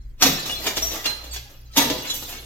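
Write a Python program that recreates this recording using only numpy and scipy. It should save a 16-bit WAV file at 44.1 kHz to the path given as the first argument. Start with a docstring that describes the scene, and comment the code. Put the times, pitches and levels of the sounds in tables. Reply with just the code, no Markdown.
"""A low ventilation hum pulses in a bare plywood room. At 0.2 s a heavy steel bar is swung into an
old television: the picture tube crunches, the plastic case booms and the bar rings. As the bar is
dragged out, pieces clatter down, loose shards chime and splinters patter on the floor. At 1.8 s
a second blow lands, and more glass falls after it."""
import sys
import numpy as np
from scipy import signal
from scipy.fft import rfft, irfft, next_fast_len
from scipy.io import wavfile
from scipy.ndimage import uniform_filter1d, map_coordinates

SR = 44100
rng = np.random.default_rng(int(sys.argv[2]) if len(sys.argv) > 2 else 0)


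def to_wav(s):
    """Save 16-bit WAV."""
    ch = np.atleast_2d(s).T  # columns
    pcm = np.round(np.clip(ch, -1, 1) * 32767)  # PCM
    wavfile.write(sys.argv[1], SR, pcm.astype(np.int16))


N = 108045

# Reverb time of the room: frequency_hz, t60_s
ROOM_DECAY = [(100, 1), (300, 1), (1000, 1), (4000, 0.75), (8000, 0.49), (15000, 0.67)]
# Stereo image of the room: frequency_hz, left_right_correlation
ROOM_CORRELATION = [(100, 0.85), (250, 0.92), (500, 0.55), (1000, -0.2), (4000, 0.14), (12000, 0.82)]
# Ventilation tones: pitch_hz, level_db
HUM_TONES = [(58.1, -45.5), (119, -54), (25, -56.5)]
# Tone colour of the moving air: frequency_hz, relative_db
AIR_SPECTRUM = [(12, -31), (20, 6), (55, -46), (72, -24.5), (88, -12), (123, -23), (149, -28), (284, -29),
                (733, -46), (2060, -42), (15800, -97)]
# Envelope of the falling splinters: time_s, level_db
SPLINTER_ENVELOPE = [(0, -67.5), (0.2, -76.5), (0.26, -31), (0.42, -36), (0.6, -43), (0.88, -57),
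                     (1.15, -49), (1.4, -55.5), (1.7, -63), (1.8, -44), (2.0, -37.5), (2.25, -43),
                     (2.45, -49)]
# Loose shards chiming: start_s, pitch_hz, level_db, t60_s, left_over_right_db
SHARD_CHIMES = [(0.495, 2887, -19, 0.13, 5), (0.521, 3455, -23, 0.3, -2.5), (0.553, 4145, -28, 0.28, 4),
                (0.822, 5664, -14.5, 0.16, 2.5), (0.868, 5900, -17, 0.24, 3.5), (0.826, 7620, -38, .3, 0),
                (0.828, 13700, -31, .25, 8), (0.985, 1950, -37, .2, 0), (1.054, 2796, -16, 0.087, 5.5),
                (1.06, 4140, -23, 0.35, -6), (1.119, 4087, -20, 0.061, -4), (1.062, 10300, -35, 0.13, 2),
                (1.309, 4520, -36.5, 0.42, -6), (1.311, 7630, -32.5, 0.3, 2),
                (2.0977, 4014, -17, 0.085, -6.5), (2.1, 3417, -22, 0.17, -3), (2.102, 6900, -20, 0.11, 9),
                (2.103, 6290, -26, 0.17, -7.5), (2.1451, 13680, -27, 0.087, 4),
                (2.111, 5570, -33, 0.39, -1), (2.149, 7650, -40, 0.38, 3)]
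# Modes of the steel bar: pitch_hz, relative_db, t60_s
BAR_MODES = [(710, 6, 0.22), (1202, -1.5, 0.64), (1760, -20, 0.43), (2034, -5, 0.83), (2887, -1, 0.15),
             (3080, -21, .4), (3397, 5, 0.59), (3780, 1.5, 0.27), (3903, 5, 0.68), (4050, 3, 0.53),
             (4270, 0, 0.38), (5900, 10, 0.45), (6360, -16, 0.67), (6500, -1.5, 0.26), (6988, -11, .25)]
# Modes of the plastic case: pitch_hz, relative_db, t60_s
CASE_MODES = [(145.1, -13.5, 0.96), (277.6, 3.5, 0.23), (345.4, -4, 0.4), (466.6, -12.5, .3),
              (546.4, -11, 0.46), (771, -13.5, 0.21), (1011, -14, 0.16)]
# Case panels flexing: start_s, level_db, pitch_ratio
PANEL_THUMPS = [(0.246, -21.5, 0.95), (0.28, -26.5, 0.58), (1.77, -19.5, 1.0), (1.844, -24.5, .88),
                (1.897, -27, 1.83)]
# Clean single snaps of glass: start_s, relative_db
GLASS_SNAPS = [(0.2233, 9), (0.667, -1), (0.7711, -2), (0.779, -0.5), (1.059, -2.5), (1.9009, -2)]
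# Tone colour of breaking glass and plastic: frequency_hz, relative_db
CRUNCH_SPECTRUM = [(41, -38), (70, -18), (169, -13), (286, -4.5), (470, -7), (515, -5.5), (631, -7),
                   (1140, -11.5), (1600, -14), (1710, -11), (2300, -11), (3460, -7.5), (4540, -12),
                   (6530, -11), (9810, -29.5), (12900, -18), (15800, -28)]
# Bass, middle, treble and top bands that colour each break: centre_hz
EQ_BANDS_HZ = [330, 1200, 4500, 13000]
# Pieces torn loose or landing: start_s, level_db, bass_db, middle_db, top_db, t60_s
FALLING_PIECES = [(0.264, -16.5, 0.5, -3.5, 1, 0.12), (0.461, -30, -0.5, -4, 2, 0.6),
                  (0.498, -31.5, -8, 1, -10, 0.091), (0.598, -37, 8, -9.5, 2, 0.28),
                  (0.6366, -30, -11, -3, 3.5, 0.17), (0.6665, -20.5, -2.5, 1, -0.5, 0.24),
                  (0.774, -21, -16, -10, -1.5, 0.12), (0.8236, -30.5, -4, -3.5, 6, 0.66),
                  (0.922, -29.5, -1, -4, 3, 0.19), (0.948, -35, -1, 8, 9, 0.36),
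                  (1.0586, -19, -16, -2.5, -8, 0.12), (1.1, -33.5, 0.5, 8, 5, 0.1),
                  (1.2407, -42, 4.5, -2, 4, 0.31), (1.3375, -35, -27, -3.5, 7, 0.19),
                  (1.362, -32.5, -13.5, -3.5, -7, .15), (1.503, -61.5, 13, 14.5, 19, 0.27),
                  (1.736, -42, -12, -23, -6, 0.16), (1.9017, -23.5, 5, -7.5, -10, .25),
                  (2.055, -35, -24, 4, 2, 0.41), (2.0992, -26, -13, -6.5, 1, 0.067),
                  (2.1451, -37, 0, 0.5, 18, 0.29), (2.225, -40.5, 2.5, 2.5, 10, 0.29),
                  (2.2933, -36, -9, 5.5, 11, 0.22), (2.328, -38, 0, 5, -5, 0.45)]
# Blows on the picture tube: start_s, level_db, bass_db, middle_db, top_db, t60_s
TUBE_BLOWS = [(0.2222, -12, -4.5, 2.5, 0, 0.27), (1.772, -13, -2, 3, 3, 0.3)]


def amp(db):
    """Decibels to gain."""
    return 10 ** (np.asarray(db) / 20)


def unit(x):
    """Scale to rms 1."""
    return x / np.sqrt(np.mean(x ** 2) + 1e-20)


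def fade(t, t60_s):
    """Exponential decay from t = 0, down 60 dB at t60_s."""
    return np.exp(-np.log(1000) * np.maximum(t, 0) / t60_s)


def along(points, hz):
    """Read a curve of (frequency, value) points on a log frequency axis."""
    frequencies, values = np.transpose(points)
    return np.interp(np.log(hz + 1), np.log(frequencies + 1), values)


def wobble(knots_per_s, size):
    """A smooth random modulation curve."""
    return map_coordinates(rng.standard_normal(1024), [np.arange(size) * knots_per_s / SR], mode="wrap")


def filtered(x, response):
    """Equalise x with a gain given as a function of frequency."""
    size = next_fast_len(x.shape[-1] + SR // 10)
    return irfft(rfft(x, size) * response(np.fft.rfftfreq(size, 1 / SR)), size)[..., :x.shape[-1]]


def minimum_phase(gain):
    """An impulse response with this spectrum and an immediate attack."""
    cepstrum = irfft(np.log(np.maximum(gain, 1e-6)))
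    cepstrum[1:len(cepstrum) // 2] *= 2
    cepstrum[len(cepstrum) // 2 + 1:] = 0
    return irfft(np.exp(rfft(cepstrum)))


def add(out, start_s, x):
    """Lay x into the stereo mix at start_s."""
    i = max(round(start_s * SR), 0)
    out[:, i:i + x.shape[1]] += x[:, :max(N - i, 0)]


def diffuse(size):
    """Noise from all sides: narrow in the bass and at the very top, wide in between."""
    def mid_side_gains(hz):
        width = np.arccos(np.clip(along(ROOM_CORRELATION, hz), -1, 1)) / 2
        return np.array([np.cos(width), np.sin(width)])
    mid, side = filtered(rng.standard_normal((2, size)), mid_side_gains)
    return np.array([mid + side, mid - side])


def in_room(x, wet_db=0, direct_db=-2, early_db=-1, tail_db=-6, predelay_s=.003):
    """Place a mono source in the room: direct sound, reflections off near walls and a reverb tail."""
    hz, frame_s, spectrum = signal.stft(diffuse(SR), SR, nperseg=256)
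    decay = amp(-60 * frame_s / along(ROOM_DECAY, hz)[:, None])
    tail = signal.istft(spectrum * decay, SR)[1][:, :SR]
    t = np.arange(SR) / SR
    early = diffuse(SR) * fade(t, t60_s=0.067)
    layers = [(tail_db, tail), (early_db, early)]
    response = sum(amp(db + wet_db) * unit(layer * (t > predelay_s)) for db, layer in layers)
    response /= np.sqrt(SR)
    delay_s, balance_db = np.array([[0], [.00009]]), [[-0.31], [0.31]]  # left, right
    response[:, :32] += amp(direct_db) * np.sinc(np.arange(32) - 8 - delay_s * SR)
    return signal.fftconvolve(x[None], response, axes=1) * amp(balance_db)


def ring(modes, pitch_ratio=1, wander_rad=0.31):
    """Damped, slightly unsteady modes of a struck part, with a softened attack."""
    t = np.arange(SR // 2) / SR
    tones = np.zeros(len(t))
    for hz, db, t60_s in modes:
        phase = 2 * np.pi * hz * pitch_ratio * t + wander_rad * wobble(117, len(t))
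        tones += amp(db) * fade(t, t60_s) * np.sin(phase)
    return tones * (1 - fade(t, 0.016))


def ventilation(waver_db=4, wavers_per_s=6.93, pulse_s=0.2676, dip_at_s=0.458, rumble_hz=43.7):
    """The bed: a wavering, pulsing hum over dull air and faint hiss, with a brief rumble at first."""
    t = np.arange(N) / SR
    hum = np.zeros(N)
    for hz, db in HUM_TONES:
        level = amp(db + waver_db * wobble(wavers_per_s, N)) * np.sqrt(2)
        hum += level * np.sin(2 * np.pi * hz * t + .5 * wobble(wavers_per_s, N))
    pulse = 1 - 0.45 * np.cos(2 * np.pi * (t - dip_at_s) / pulse_s)
    rumble = amp(-33.5) * np.sin(2 * np.pi * rumble_hz * t) * np.exp(-((t - .06) / 0.08) ** 2)
    air = amp(-46.5) * unit(filtered(diffuse(N), lambda hz: amp(along(AIR_SPECTRUM, hz))))
    hiss = amp(-75) * diffuse(N)
    return hum * pulse + rumble + air + hiss


def splinters(grains_per_s=480, centre_hz=5201, glitter_hz=13360, glitter_share=.3, t60_cycles=240):
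    """Bits of glass patter on the floor at random; the tiniest ring far higher and add glitter."""
    t = np.arange(SR // 20) / SR
    when, pitch, softness, kind = rng.random((int(grains_per_s * N / SR), 4)).T
    scatter = np.log(pitch / (1 - pitch)) / 2
    hz = np.where(kind < glitter_share,
                  glitter_hz * np.exp(0.089 * scatter), centre_hz * np.exp(.4 * scatter))
    hz = np.minimum(hz, SR / 2)[:, None]
    grains = amp(-14 * softness)[:, None] * np.sin(2 * np.pi * hz * t) * fade(t, t60_cycles / hz)
    positions = (when * N).astype(int)[:, None] + np.arange(len(t))
    patter = unit(np.bincount(positions.ravel(), grains.ravel(), N)[:N])
    envelope = amp(np.interp(np.arange(N) / SR, *np.transpose(SPLINTER_ENVELOPE)))
    return in_room(patter * envelope)[:, :N]


def shards():
    """Each loose shard chimes with one clear note and a faint, shorter partial below it."""
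    out = np.zeros((2, N))
    for start_s, hz, db, t60_s, pan_db in SHARD_CHIMES:
        chime = ring([(hz, db, t60_s), (hz * 0.78, db - 37, t60_s / 2)])
        pan = amp([[pan_db / 2], [-pan_db / 2]])
        add(out, start_s, pan * in_room(chime, wet_db=-5))
    return out


def steel_bar(gain_db=-32):
    """Each blow sets the bar's bright modes ringing."""
    out = np.zeros((2, N))
    for start_s, *_ in TUBE_BLOWS:
        add(out, start_s, amp(gain_db) * in_room(ring(BAR_MODES), wet_db=-5))
    return out


def plastic_case():
    """The panels flex and boom, each thump at its own pitch."""
    out = np.zeros((2, N))
    for start_s, db, pitch_ratio in PANEL_THUMPS:
        add(out, start_s, amp(db) * in_room(ring(CASE_MODES, pitch_ratio), wet_db=-6.5))
    return out


def snaps(gain_db=2):
    """Glass parts in single sharp clicks."""
    out = np.zeros((2, N))
    click = minimum_phase(unit(amp(along(CRUNCH_SPECTRUM, np.fft.rfftfreq(4096, 1 / SR)))))
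    for start_s, db in GLASS_SNAPS:
        add(out, start_s, amp(db + gain_db) * in_room(click))
    return out


def fracture_swarm(size, fractures_per_s=2600, spread_db=3.5, clumps_per_s=129.8, clump_db=2.5):
    """Tiny fractures crackle in clumps, levelled so that an envelope can shape them."""
    scatter_db = spread_db * np.clip(rng.standard_normal(size), -2, 2)
    strength = amp(scatter_db + clump_db * wobble(clumps_per_s, size))
    clicks = unit(strength * rng.choice([-1, 1], size) * (rng.random(size) < fractures_per_s / SR))
    local_power = np.abs(uniform_filter1d(clicks ** 2, size=1000))
    return clicks / np.sqrt(local_power + 1e-9)


def piece_body(bass_db, middle_db, top_db, mode_spacing_hz=109.17, mode_depth_db=4.5):
    """The response of one broken piece: the crunch colour, its own treble resonances and its own EQ."""
    hz = np.fft.rfftfreq(4096, 1 / SR)
    colour = unit(amp(along(CRUNCH_SPECTRUM, hz)))
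    ripple = map_coordinates(rng.standard_normal(len(hz)), [hz / mode_spacing_hz], mode="wrap")
    resonances = unit(amp(mode_depth_db * ripple * hz / (hz + EQ_BANDS_HZ[1])))
    eq = amp(along(list(zip(EQ_BANDS_HZ, [bass_db, middle_db, 0, top_db])), hz))
    return minimum_phase(colour * resonances * eq)


def breaks(events, creak_t60_s, creak_db, crack_db):
    """Each break creaks as it gives, cracks, then crumbles in dying fractures that ring the piece."""
    out, preroll = np.zeros((2, N)), SR // 10
    t = np.arange(-preroll, SR // 2) / SR  # the crack falls at t = 0
    for start_s, db, bass_db, middle_db, top_db, t60_s in events:
        envelope = np.where(t < 0, amp(creak_db) * fade(-t, creak_t60_s), fade(t, t60_s))
        crumble = fracture_swarm(len(t)) * envelope
        crack = amp(crack_db) * (t >= 0) * fade(t, t60_s=0.0065) * rng.standard_normal(len(t))
        crunch = signal.fftconvolve(crumble + crack, piece_body(bass_db, middle_db, top_db))
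        add(out, start_s - preroll / SR, amp(db) * in_room(crunch))
    return out


def scene():
    """Two blows and their debris over the ventilation bed."""
    blows = breaks(TUBE_BLOWS, creak_t60_s=.05, creak_db=-2.5, crack_db=12)
    clatter = breaks(FALLING_PIECES, creak_t60_s=0.076, creak_db=1.5, crack_db=8.5)
    return (blows + clatter + snaps() + plastic_case() + steel_bar() + shards()
            + ventilation() + splinters())


def record(dry):
    """Soft-clip the highest peaks, then cut the extreme top."""
    ceiling, cutoff_hz = .9, 16000
    rounded = dry / (1 + np.abs(dry / ceiling) ** 4) ** (1 / 4)
    return filtered(rounded, lambda hz: hz < cutoff_hz)


dry = scene()
out = record(dry)
to_wav(out)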